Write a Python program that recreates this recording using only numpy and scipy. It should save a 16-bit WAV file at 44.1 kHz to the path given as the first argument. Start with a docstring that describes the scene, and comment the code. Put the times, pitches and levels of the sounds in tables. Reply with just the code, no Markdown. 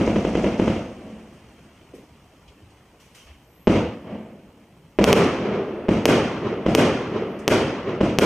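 """A quick fan of firework lift charges at night, a pause, then single lifts and shells that burst overhead.
Each blast is a ringing pressure step, answered by noise tails from ground, walls and a far slope.
Shaped noise makes the fan's fizzing tails, faint pops, rustles, an insect and the background hum and hiss.
The recorder limits the blasts."""
import sys
import numpy as np
from scipy import signal
from scipy.io import wavfile
from scipy.ndimage import uniform_filter1d

SR = 44100
rng = np.random.default_rng(int(sys.argv[2]) if len(sys.argv) > 2 else 0)


def master(y):
    """Save y as 16-bit WAV."""
    cut = np.clip(np.atleast_2d(y).T, -1, 1)
    pcm = np.round(cut * 32767)  # scale
    wavfile.write(sys.argv[1], SR, pcm.astype(np.int16))


N = 363825  # samples

# lift charges in the tubes: start_s, thump_db, echoes_db
LIFTS = [(-.11, -12, -7.5), (-.015, -7, -4.5), (.072, -29, -7.5), (.1601, -11, -8.5), (0.2454, -23, -8),
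         (.349, -21, -6), (0.4394, -19, -6), (0.5929, -16, -5.5), (0.6747, -17, -6), (3.672, -3, 3),
         (4.988, -2.5, 0), (5.8849, -12, -2.5), (6.6596, -22, -2.5), (8.007, -12.5, -2.5)]
# first reflections: delay_s, level_db (re echoes)
LIFT_TAPS = [(.0049, -3.5), (.0069, -16), (0.0131, -13.5), (0.0261, -10.5), (0.0317, -11.5)]
# ground, near walls, further walls, far slope, open land: peak_s, peak_db, swell_s, t60_s, hum_db
LIFT_ECHOES = [(.006, -10.5, 0.0027, 0.063, 5), (.03, -15.5, 0.011, 0.49, 9.5),
               (.09, -20.5, .04, 0.66, 3.5), (.46, -36, .07, 0.96, 9.5), (.7, -54, 0.49, 4, 6.5)]
# spectrum of the lift echoes: freq_hz, density_db (per Hz)
LIFT_COLOUR = [(18, -42), (30, -34), (55, -20), (80, -6), (125, -9), (205, -1.5), (270, -1.5), (340, -2.5),
               (430, -13.5), (490, -5.5), (650, -12.5), (900, -16.5), (2500, -27.5), (6000, -35.5),
               (15000, -48.5)]


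def lifts():
    """A thump out of the tube with a deep push, its first reflections and the echoes."""
    out = np.zeros((2, N))
    tails = echoes(LIFT_ECHOES, LIFT_COLOUR, bright_db_per_khz=-1.13, lumpy_db=1.5, count=4)
    thump = blow(hz=315, t60_s=0.042, edge_s=.00007, crack=0.064, crack_s=.00008)
    t = np.arange(SR // 4) / SR
    push = np.sin(2 * np.pi * 58 * t) * gain_of(-60 * t / 0.37)
    u = np.arange(-132, 200) / SR
    knock = np.cos(2 * np.pi * 540 * u) * np.exp(-(u / 0.0027) ** 2)  # a wall smears the thump's front
    for start_s, thump_db, echo_db in LIFTS:
        add(out, start_s - .001, gain_of(thump_db) * thump)
        add(out, start_s, gain_of(echo_db - 22) * push)
        for delay_s, tap_db in LIFT_TAPS:
            add(out, start_s + delay_s - .001, gain_of(echo_db + tap_db) * thump)
            add(out, start_s + delay_s - .0027, gain_of(echo_db + tap_db - 11.5) * knock)
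        add(out, start_s, gain_of(echo_db) * blend(tails, same=0.54))
    return out


# shells bursting in the air: start_s, crack_db, echoes_db, bounce_delay_s
BURSTS = [(5.042, 5, -1, 0.0073), (5.1293, 10, -1.5, .007), (6.0556, 5, 0, 0.0066),
          (6.7503, 5, -0.5, 0.0064), (7.4792, 5.5, -1, .0074), (8.1869, 5, 1, 0.0081)]
# ground, near walls, further walls, far slope, open land: peak_s, peak_db, swell_s, t60_s, hum_db
BURST_ECHOES = [(.001, -17.5, 0.0028, 0.064, 17), (.045, -11, 0.018, 0.39, 0),
                (.11, -15.5, 0.057, 1.01, -9), (.42, -23.5, .03, .5, 9.5), (.5, -31, 0.4, 3.6, 3.5)]
# spectrum of the burst echoes: freq_hz, density_db (per Hz)
BURST_COLOUR = [(18, -58), (40, -29), (120, -9), (220, -5), (300, -6), (400, -2.5), (600, -10), (800, -18),
                (1260, -18), (2800, -29), (6000, -33), (15500, -40.5)]
BOUNCE_DB = -4.5  # re crack


def bursts():
    """A sharp crack from above, a softer bounce off the ground, then the echoes swell."""
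    out = np.zeros((2, N))
    tails = echoes(BURST_ECHOES, BURST_COLOUR, bright_db_per_khz=1.36, lumpy_db=1.0, count=4)
    crack = blow(hz=369, t60_s=0.0071, edge_s=.00004, crack=0.98, crack_s=.00004, lag_s=.00001, hollow=0.81)
    snap = blow(hz=13100, t60_s=0.002, edge_s=.00003, crack=0, crack_s=1)
    crack = crack + gain_of(-4.5) * snap  # the thin snap on top
    bounce = blow(hz=405, t60_s=0.0084, edge_s=.00008, crack=0.085, crack_s=.00007, hollow=0.64)
    for start_s, crack_db, echo_db, bounce_s in BURSTS:
        add(out, start_s - .001, gain_of(crack_db) * crack)
        add(out, start_s + bounce_s - .001, gain_of(crack_db + BOUNCE_DB) * bounce)
        add(out, start_s, gain_of(echo_db) * blend(tails, same=0.45))
    return out


def blow(hz, t60_s, edge_s, crack, crack_s, lag_s=0., hollow=0.):
    """A pressure step that rings down, with a sharp dip and overshoot at its front; starts 1 ms early."""
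    t = np.arange(-44, 800) / SR
    t = t - np.array([[0], [lag_s]])  # the right port hears it lag_s later
    after = np.maximum(t, 0)
    ring = gain_of(-60 * after / t60_s) * np.cos(2 * np.pi * hz * after)
    ring = ring * (1 - hollow * np.exp(-after / 0.0004))  # the low ring takes a moment to build
    front = .5 + .5 * np.tanh(t / edge_s)
    u = t / crack_s
    return ring * front + crack * u * np.exp(.5 - .5 * u ** 2)


# low pitches that the place favours: freq_hz, width_hz (1/e half-width), share
HUM = [(109.4, 9.7, 0.58), (206.7, 14.3, 1.49), (373.3, 23.8, 0.39), (441, 56, 0.52), (651, 69, 0.59)]
AIR_DB = .7  # loss per kHz squared and second of path
ECHO_S = 1.9


def echoes(rows, colour, bright_db_per_khz, lumpy_db, count):
    """Several dense tails of one place; air dulls longer paths, bright_db_per_khz tilts the first moments."""
    t = np.arange(round(ECHO_S * SR)) / SR
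    power = np.array([gain_of(swell_db(t, *row[:4])) ** 2 for row in rows])
    hum_db = np.array(rows)[:, -1] @ power / power.sum(0)  # the loudest answer sets the hum

    def field_db(hz, s):
        hum = sum(share * np.exp(-((hz - f) / width) ** 2) for f, width, share in HUM)
        khz = hz / 1000
        tilt_db = khz * bright_db_per_khz * np.exp(-s / 0.022)
        air_db = -AIR_DB * khz ** 2 * s
        return read(colour, hz) + tilt_db + air_db + np.interp(s, t, hum_db) * hum

    shape = np.sqrt(power.sum(0))
    return np.array([evened(hiss(len(t), field_db, lumpy_db)) * shape for _ in range(count)])


def blend(tails, same):
    """Blasts from nearly the same spot share part of their echoes."""
    share = rng.standard_normal(len(tails) - 1)
    share = np.append(same, np.sqrt(1 - same ** 2) * share / np.linalg.norm(share))
    return np.tensordot(share, tails, axes=1)


FAN_END_S = 1  # lifts before this carry fizzing tails
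FIZZ_DB, FIZZ_T60_S, EMBER_DB, EMBER_T60_S = -48.5, 0.85, -73, 8.7  # per tail


def comets(hz=5600, octaves=0.78):
    """The burning tails of the fan fizz in the treble: a quick fizz, then faint embers."""
    t = np.arange(N) / SR
    power = np.zeros(N)
    for start_s, *_ in LIFTS:
        if start_s < FAN_END_S:
            for db, t60_s in [(FIZZ_DB, FIZZ_T60_S), (EMBER_DB, EMBER_T60_S)]:
                power += gain_of(swell_db(t, start_s, db, .02, t60_s)) ** 2
    fizz = hiss(N, lambda f, s: band_db(f, hz, octaves), lumpy_db=3.0)
    return np.sqrt(power) * evened(fizz)


# faint pops, a far thud and rustles: start_s, level_db, t60_s, centre_hz, half_width_octaves (to -12 dB)
FAINT = [(1.33, -58, 0.19, 8070, 1.84), (1.932, -37, 0.37, 333, 0.76), (1.942, -51.5, 0.46, 6960, 7.1),
         (2.476, -50, 0.17, 3500, 1.3), (2.7, -56, .15, 4000, 1.8), (2.995, -52, 1, 2800, 4.7),
         (3.143, -45, 0.64, 3240, 3.2), (3.265, -49, 0.33, 900, 2.4), (3.28, -60, .52, 2780, .47),
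         (7.386, -48.5, 0.24, 6760, .82)]
FAINT_RISE_S = 0.0074
# brief uneven patches of low-band background noise: start_s, level_db, centre_hz
LOW_PATCHES = [(2.551, -51.5, 290), (2.602, -47, 95), (3.251, -46, 64.3), (4.701, -46, 145)]
PATCH_RISE_S, PATCH_T60_S, PATCH_OCTAVES = 0.041, 0.78, 0.36


def faint():
    """Noise puffs: pops and rustles start quickly; low-band background patches rise more slowly."""
    out = np.zeros((2, N))
    for start_s, db, t60_s, hz, octaves in FAINT:
        add(out, start_s, puff(db, FAINT_RISE_S, t60_s, hz, octaves))
    for start_s, db, hz in LOW_PATCHES:
        add(out, start_s, puff(db, PATCH_RISE_S, PATCH_T60_S, hz, PATCH_OCTAVES))
    return out


def puff(db, rise_s, t60_s, centre_hz, octaves):
    """A short puff of noise in one band, with a linear rise and an even decay in dB."""
    t = np.arange(SR) / SR
    band = hiss(len(t), lambda hz, s: band_db(hz, centre_hz, octaves))
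    return evened(band) * gain_of(db - 60 * t / t60_s) * np.minimum(t / rise_s, 1)


# buzzes: peak_s, level_db
INSECT = [(3.671, -57), (7.402, -67)]
INSECT_SWELL_S, INSECT_FADE_T60_S = 0.18, 0.021


def insect(hz=12500, width_hz=500):
    """A thin high buzz of narrow-band noise, heard twice, swelling to a peak and fading fast."""
    t = np.arange(N) / SR
    level = sum(gain_of(swell_db(t, peak_s, db, INSECT_SWELL_S, INSECT_FADE_T60_S)) for peak_s, db in INSECT)
    buzz = hiss(N, lambda f, s: np.maximum(-8 * abs((f - hz) / width_hz) ** 1.3, -60))
    return level * evened(buzz)


# level curve of the night: time_s, level_db
NIGHT = [(0, -45), (2.3, -53), (4.8, -55.5), (8.25, -62)]
# spectrum of the night: freq_hz, density_db (per Hz)
NIGHT_COLOUR = [(15, -45), (30, -23), (60, -1), (80, -8.5), (105, -8), (150, -6), (210, -10), (300, -11.5),
                (500, -15.5), (1070, -20), (2550, -28), (6000, -34.5), (9000, -32.5), (11000, -46),
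                (16000, -50)]


def night():
    """The background hum and hiss of the night: shaped noise on a typed level curve."""
    level = gain_of(np.interp(np.arange(N) / SR, *np.transpose(NIGHT)))
    return level * evened(hiss(N, lambda hz, s: read(NIGHT_COLOUR, hz), lumpy_db=1.0, patchy_db=2.1))


# stereo width: freq_hz, side_minus_mid_db
WIDTH = [(60, -29.5), (110, -50), (200, -37.5), (380, -22.5), (700, -16.5), (1290, -10), (2380, -11),
         (4400, 1.5), (8120, -14.5), (15000, -8)]


def hiss(size, field_db, lumpy_db=0., patchy_db=2.5):
    """Two-channel noise shaped by field_db(Hz, s), its width set per pitch; lumps make it grainy."""
    mid_side = rng.standard_normal((2, size))
    lumps = evened(uniform_filter1d(rng.standard_normal(size), 150))
    mid_side *= gain_of(lumpy_db * lumps)
    hz, t, z = signal.stft(mid_side, SR, nperseg=2048, noverlap=1536)
    z *= gain_of(field_db(hz[:, None], t))
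    patches = uniform_filter1d(rng.standard_normal(z.shape[1:]), 8, axis=0)
    patches = uniform_filter1d(patches, 3, axis=1)
    z *= gain_of(patchy_db * evened(patches))  # random level patches over time and pitch
    z[1] *= gain_of(read(WIDTH, hz))[:, None]
    mid, side = signal.istft(z, SR, nperseg=2048, noverlap=1536)[1][:, :size]
    return np.array([mid + side, mid - side])


def band_db(hz, centre_hz, octaves):
    """Bell-shaped band on a log-frequency axis, -12 dB at octaves from the centre."""
    return -12 * (np.log2((hz + 1) / centre_hz) / octaves) ** 2


def swell_db(t, peak_s, db, swell_s, t60_s):
    """Level that swells like a bell to its peak, then dies away evenly."""
    before, after = np.minimum(t - peak_s, 0), np.maximum(t - peak_s, 0)
    return db - 6 * (before / swell_s) ** 2 - 60 * after / t60_s


def gain_of(db):
    """Decibels to gain."""
    return 10 ** (np.asarray(db) / 20)


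def evened(x):
    """Scales to rms 1."""
    return x / np.sqrt(np.mean(x ** 2) + 1e-20)


def read(points, hz):
    """Reads a spectrum on a log-frequency axis."""
    f, value = np.transpose(points)
    return np.interp(np.log(hz + 1), np.log(f + 1), value)


def add(mix, start_s, sound):
    """Mixes a sound in at start_s, cut at both ends of the mix."""
    at = round(start_s * SR)
    part = mix[:, max(at, 0):max(at + sound.shape[-1], 0)]
    part += sound[..., max(-at, 0):][..., :part.shape[1]]


def scene():
    """All sources together."""
    return lifts() + bursts() + comets() + faint() + insect() + night()


# colour of the microphone in its housing: freq_hz, gain_db
MICROPHONE = [(1000, 0.5), (1600, -2), (2200, 3), (3100, 4.5), (3700, -4.5), (4600, -5), (6000, 0),
              (7500, -6), (9000, -4.5), (10300, -9.5), (13000, -8), (15000, -18), (15600, -27)]
CEILING, EDGE_HZ = .97, 16500  # soft-clip level, band limit


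def record(dry):
    """Microphone colour; a limiter ducks everything just after each blast; soft clipping; band limit."""
    log_gain = np.log(gain_of(read(MICROPHONE, abs(np.fft.fftfreq(2048, 1 / SR)))))
    response = np.fft.ifft(np.exp(np.conj(signal.hilbert(log_gain)))).real[:1024]  # causal phase
    heard = signal.oaconvolve(dry, response[None])[:, :N]
    own_hiss = evened(hiss(N, lambda hz, s: -40. * (hz > 15400)))
    heard = heard + gain_of(-72.5) * own_hiss
    power = uniform_filter1d((heard ** 2).mean(0), 90, origin=40)
    power_db = 10 * np.log10(abs(power) + 1e-12)
    fall_db = np.arange(N) * 117.0 / SR  # the held peak falls 117 dB/s
    held_db = np.maximum.accumulate(power_db + fall_db) - fall_db
    over_db = np.maximum(held_db + 10.5, 0)
    ducked = heard / gain_of(.5 * uniform_filter1d(over_db, 60))  # half the excess
    clipped = np.tanh(ducked / CEILING) * CEILING
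    lowpass = signal.firwin(255, EDGE_HZ, window=("kaiser", 9), fs=SR)
    return signal.oaconvolve(clipped, lowpass[None], "same")


dry = scene()
out = record(dry)
master(out)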